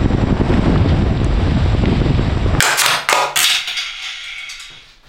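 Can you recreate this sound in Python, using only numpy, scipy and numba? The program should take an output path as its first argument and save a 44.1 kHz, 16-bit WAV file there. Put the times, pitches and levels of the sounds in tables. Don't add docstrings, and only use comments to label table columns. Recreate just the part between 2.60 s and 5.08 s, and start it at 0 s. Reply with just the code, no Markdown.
import sys
import numpy as np
from scipy import signal
from scipy.fft import rfft, irfft
from scipy.io import wavfile
from numba import njit

SR = 44100
rng = np.random.default_rng(int(sys.argv[2]) if len(sys.argv) > 2 else 0)


def store_pcm(level_fs):
    pcm = np.round(np.clip(level_fs, -1, 1) * 32767).astype(np.int16)
    wavfile.write(sys.argv[1], SR, np.atleast_2d(pcm).T)


N = 109544

# (time [s], level [dB], bass [dB], treble [dB], frame ring [dB],
# snap pitch [Hz], snap level [dB], pitch near which the frame rings most [Hz])
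CRACKS = [(.0045, 6.5, -7.5, -7, -16.5, 1750, 11.5, 1500), (0.0247, 6, 3, -4.5, -13.5, 7500, 7, 750),
          (.2185, 3, -4, -9, -16, 1610, -10, 1200), (0.2617, 4.5, 0.5, -5.5, -16, 3700, 4.5, 1000),
          (0.262, -10.5, -1, -4, -21.5, 7600, 0, 1400), (.4882, -1, -1.5, -10.5, -13.5, 1750, -3.5, 1230),
          (0.496, -11.5, 0, 2, -39, 8100, -13, 800), (.527, 3, 3.5, -4, -5, 600, 7.5, 990),
          (0.5289, -25, -1, -4, -23, 2260, 7.5, 2500)]
# (frequency [Hz], level [dB])
CRACK_TONE = [(60, -35.5), (130, -5.5), (230, -14), (500, -0.5), (1300, 8.5), (3100, 1), (8200, 2),
              (9800, -9.5), (15500, -21.5)]
FRAME_NOTES = [(143.7, -10, 0.9), (732, 7.5, 0.29), (842.5, 3, .4), (955.3, 1, 0.35), (990, 6.5, .33),
               (1234, 9, 0.28), (1417, -4.5, 0.45), (1750, 14.5, 0.12), (2540, 4, 0.33)]
# (time [s], level [dB])
SCRAPE_LEVELS = [(.173, -23.5), (.181, -17.5), (.195, -10.5), (.219, -8.5), (.226, -33)]
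# (frequency [Hz], level [dB])
SCRAPE_TONE = [(200, -12), (1700, 9.5), (8500, 7.5), (15500, -3)]
# (time [s], shell ring [dB], sharp tick [dB], low knock [dB])
BOUNCES = [(0.759, -3.5, -7.5, -6), (0.7737, -29, -4, -6.5), (0.791, -16, 1.5, -4.5),
           (0.8034, -20, -0.5, -6), (0.8152, -27, -6, -14.5), (0.8308, 0, 1, -28), (0.8427, 13, -1.5, -32),
           (0.896, 3.5, -4, -10), (0.946, -4, -34, -26.5), (1.072, -7, -33, -14.5), (1.167, -3.5, -41, -44),
           (1.179, -12.5, -38, -24.5), (1.4206, -16, -31, -28), (1.446, -20, -38, -38),
           (1.637, -27, -27, -55), (1.778, -25, -25.5, -54), (1.891, -12.5, -18, -38),
           (1.995, -19.5, -18, -66)]
# (frequency [Hz], level [dB])
TICK_TONE = [(300, -45), (1200, 6.5), (4500, -0.5), (7500, 8), (9000, 8), (9800, -2.5), (11500, 2),
             (15500, -7.5)]
# (frequency [Hz], level [dB])
KNOCK_TONE = [(60, -34), (135, -5.5), (220, -15.5), (400, -10.5), (650, -10), (730, 5.5), (840, -2.5),
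              (3000, 7), (6000, -17)]
# (pitch [Hz], width [Hz], level [dB])
SHELL_NOTES = [(1370, 377, -8), (2200, 240, 0), (2560, 168, 3.5), (2853, 434, 1.5), (3340, 213, 6),
               (3772, 184, 6), (4637, 257, 0), (5480, 580, -3.5), (6660, 510, -4), (8980, 780, -15)]
# (time [s], pitch [Hz], level [dB])
CLINKS = [(1.168, 4810, -20.5), (1.894, 4560, -24.5), (1.997, 4920, -29)]
# (time [s], rasp [dB], rim ring [dB])
ROLL_LEVELS = [(.845, -52, -23), (1.03, -32.5, -36.5), (1.22, -23, -30.5), (1.32, -33, -34),
               (1.46, -23.5, -33.5), (1.57, -33, -38), (1.62, -30, -31.5), (1.83, -36.5, -33.5),
               (2.02, -37, -46.5), (2.182, -40.5, -48.5), (2.238, -59, -57)]
# (pitch [Hz], width [Hz], level [dB])
RIM_NOTES = [(768, 39, -7.5), (1389, 38, 3.5), (2186, 96, 11.5), (3319, 94, 6)]
# (time [s], level [dB])
DIRECT_LEVELS = [(.76, -14.5), (0.772, -1), (.92, -29.5)]
# (time [s], level [dB], ring time [s], brightness [dB])
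BUMPS = [(2.103, -47.5, 0.23, -8.5), (2.43, -52, 0.96, -1)]
# (frequency [Hz], level [dB])
BUMP_TONE = [(40, -41), (125, 4.5), (220, -11), (1500, -8.5), (5000, -33)]
# (time [s], level [dB])
RUSTLE_LEVELS = [(2.199, -53), (2.3, -47.5), (2.39, -69.5), (2.48, -49.5)]
# (frequency [Hz], level [dB])
RUSTLE_TONE = [(400, -12), (4000, 0), (12000, -30.5)]
# (frequency [Hz], ring time [s])
ECHO_TIMES = [(125, 0.48), (400, 0.43), (1000, 0.41), (5000, 0.36), (8000, 0.28)]
# (frequency [Hz], level [dB])
RUMBLE_TONE = [(15, -4), (28, 0), (45, -14), (80, -22), (300, -31), (1500, -35), (6000, -48),
               (15000, -64)]

CRACK_RING_S = 0.032
SLIPS_PER_S, GRIT_PER_S = 4700, 1500
FILTER_HZ = np.fft.rfftfreq(4096, 1 / SR)


def prying():
    cracks = place((s, amp(db) * bass_treble(burst(CRACK_RING_S), bass, treble))
                   for s, db, bass, treble, *_ in CRACKS)
    return shape_tone(cracks, CRACK_TONE)


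def snaps():
    return place((s, amp(db) * resonate(burst(CRACK_RING_S), [(hz, hz / 4, 0)]))
                 for s, *_, hz, db, _ in CRACKS)


def steel_frame(build_s=0.034, spread_octaves=0.63, off_pitch_db=-14.5):
    t = np.arange(SR) / SR
    hz, db, ring_s = np.array(FRAME_NOTES).T[:, :, None]
    notes = amp(db) * np.sin(2 * np.pi * hz * t) * fade(t, ring_s) * (1 - np.exp(-t / build_s))
    rings = []
    for s, _, _, _, ring_db, _, _, centre_hz in CRACKS:
        nearness = np.exp(-(np.log2(hz / centre_hz) / spread_octaves) ** 2)
        share = amp(off_pitch_db * (1 - nearness))
        rings.append((s, amp(ring_db) * np.sum(share * notes, axis=0)))
    return place(rings)


def falling_lens(slowed_at_s=.87, dull_hz=8500):
    blows = place((s, amp(db) * burst(ring_s=0.006)) for s, db, _, _ in BOUNCES)
    ticks = place((s, amp(db) * burst(ring_s=0.009)) for s, _, db, _ in BOUNCES)
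    knocks = place((s, amp(db) * burst(ring_s=0.025)) for s, _, _, db in BOUNCES)
    ticks = shape_tone(ticks, TICK_TONE)
    dull_ticks = signal.lfilter(*signal.butter(2, dull_hz, fs=SR), ticks)
    ticks = np.where(np.arange(N) / SR > slowed_at_s, dull_ticks, ticks)
    return resonate(blows, SHELL_NOTES) + ticks + shape_tone(knocks, KNOCK_TONE)


def scraping():
    return shape_tone(grains(SLIPS_PER_S, SCRAPE_LEVELS, spread_db=2), SCRAPE_TONE)


def rolling_lens():
    shell_grit = grains(GRIT_PER_S, [(s, db) for s, db, _ in ROLL_LEVELS], spread_db=3)
    rim_grit = grains(GRIT_PER_S, [(s, db) for s, _, db in ROLL_LEVELS], spread_db=3)
    rasp = bass_treble(resonate(shell_grit, SHELL_NOTES), bass_db=2.5, treble_db=-8)
    return rasp + resonate(rim_grit, RIM_NOTES)


def clinks(width_hz=120):
    return place((s, amp(db) * resonate(burst(ring_s=.03), [(hz, width_hz, 0)])) for s, hz, db in CLINKS)


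def bumps():
    thuds = place((s, amp(db) * bass_treble(burst(ring_s), -bright / 2, bright))
                  for s, db, ring_s, bright in BUMPS)
    return shape_tone(thuds, BUMP_TONE)


def rustle():
    return shape_tone(grains(SLIPS_PER_S, RUSTLE_LEVELS, spread_db=3), RUSTLE_TONE)


def garage(x, build_s, move_s=.16):
    t, hz = np.arange(SR) / SR, np.fft.rfftfreq(SR, 1 / SR)
    bands = np.array([read_curve(hz, [(f, f == centre) for f, _ in ECHO_TIMES])
                      for centre, _ in ECHO_TIMES])
    fades = np.array([fade(t, ring_s) for _, ring_s in ECHO_TIMES]) * (1 - np.exp(-t / build_s))
    step, echoes = int(move_s * SR), []
    for i in range(0, N, step):
        noise_bands = irfft(rfft(rng.standard_normal(SR)) * bands, SR)
        tail = np.sum(noise_bands * fades, axis=0)
        span = np.arange(max(i - step, 0), min(i + step, N))
        part = x[span] * np.cos(np.pi / 2 * (span - i) / step)
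        echoes.append((span[0] / SR, signal.fftconvolve(part, tail / np.linalg.norm(tail))))
    return place(echoes)


def room_rumble():
    return amp(-48) * unit(shape_tone(rng.standard_normal(N), RUMBLE_TONE))


def amp(db):
    return 10 ** (np.asarray(db) / 20)


def unit(x):
    return x / np.sqrt(np.mean(x ** 2))


def fade(t, ring_s):
    return np.exp(-np.log(1000) * t / ring_s)


def burst(ring_s):
    level = fade(np.arange(SR // 2) / SR, ring_s)
    spectrum = rfft(rng.standard_normal(len(level)) * level)
    even_noise = irfft(spectrum / np.abs(spectrum), len(level))
    return unit(even_noise * np.sqrt(level)) * np.sqrt(np.mean(level ** 2))


def grains(per_s, levels, spread_db):
    hits = (rng.random(N) < per_s / SR) * rng.choice([-1, 1], N)
    hits = hits * amp(spread_db * rng.standard_normal(N))
    s, db = np.array(levels, float).T
    t = np.arange(N) / SR
    return unit(hits) * amp(np.interp(t, s, db)) * (t >= s[0]) * (t <= s[-1])


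def place(events):
    out = np.zeros(N)
    for s, x in events:
        i = int(np.clip(s * SR, 0, N - 1))
        out[i:i + len(x)] += x[:N - i]
    return out


def resonate(x, notes):
    click = signal.unit_impulse(SR // 5)
    ring = sum((-1) ** k * amp(db) * signal.lfilter(*signal.iirpeak(hz, hz / width, SR), click)
               for k, (hz, width, db) in enumerate(notes))
    return signal.fftconvolve(x, ring / np.linalg.norm(ring))[:N]


def read_curve(hz, points):
    f, values = np.array(points, float).T
    return np.interp(np.log(np.maximum(hz, 1)), np.log(f), values)


def shape_tone(x, tone):
    return equalise(x, unit(amp(read_curve(FILTER_HZ, tone))))


def bass_treble(x, bass_db, treble_db):
    tone = [(600, bass_db), (1400, 0), (2300, 0), (6000, treble_db)]
    return equalise(x, amp(read_curve(FILTER_HZ, tone)))


def equalise(x, gain):
    log_response = irfft(np.log(gain))
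    half = len(log_response) // 2
    log_response[1:half] *= 2
    log_response[half + 1:] = 0
    return signal.fftconvolve(x, irfft(np.exp(rfft(log_response))))[:len(x)]


@njit
def follow_level(x, rise_s, fall_s):
    rise, fall = 1 / (rise_s * SR), 1 / (fall_s * SR)
    out, level = np.empty(len(x)), 0.
    for i in range(len(x)):
        level += (abs(x[i]) - level) * (rise if abs(x[i]) > level else fall)
        out[i] = level
    return out


def scene():
    near = prying() + bumps() + rustle()
    snap_and_scrape = snaps() + scraping()
    lens = falling_lens() + clinks() + rolling_lens()
    direct_gain = amp(np.interp(np.arange(N) / SR, *np.array(DIRECT_LEVELS).T))
    direct_lens = direct_gain * bass_treble(lens, bass_db=11.5, treble_db=9.5)
    into_room = near + amp(-8.5) * snap_and_scrape
    echoes = amp(2) * garage(into_room, build_s=0.0076) + amp(1.5) * garage(lens, build_s=0.0012)
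    return (near + snap_and_scrape + direct_lens + steel_frame() + echoes + room_rumble())[None]


def record(dry, limit_db=-10.5, ratio=10, top_hz=15800):
    level = follow_level(dry[0], rise_s=0.0018, fall_s=0.015)
    gain = np.minimum(1, amp(limit_db) / (level + 1e-9)) ** (1 - 1 / ratio)
    treble_cut = signal.ellip(8, .2, 60, top_hz, fs=SR, output="sos")
    return signal.sosfilt(treble_cut, np.clip(dry * gain, -1, 1))


dry = scene()
out = record(dry)
store_pcm(out)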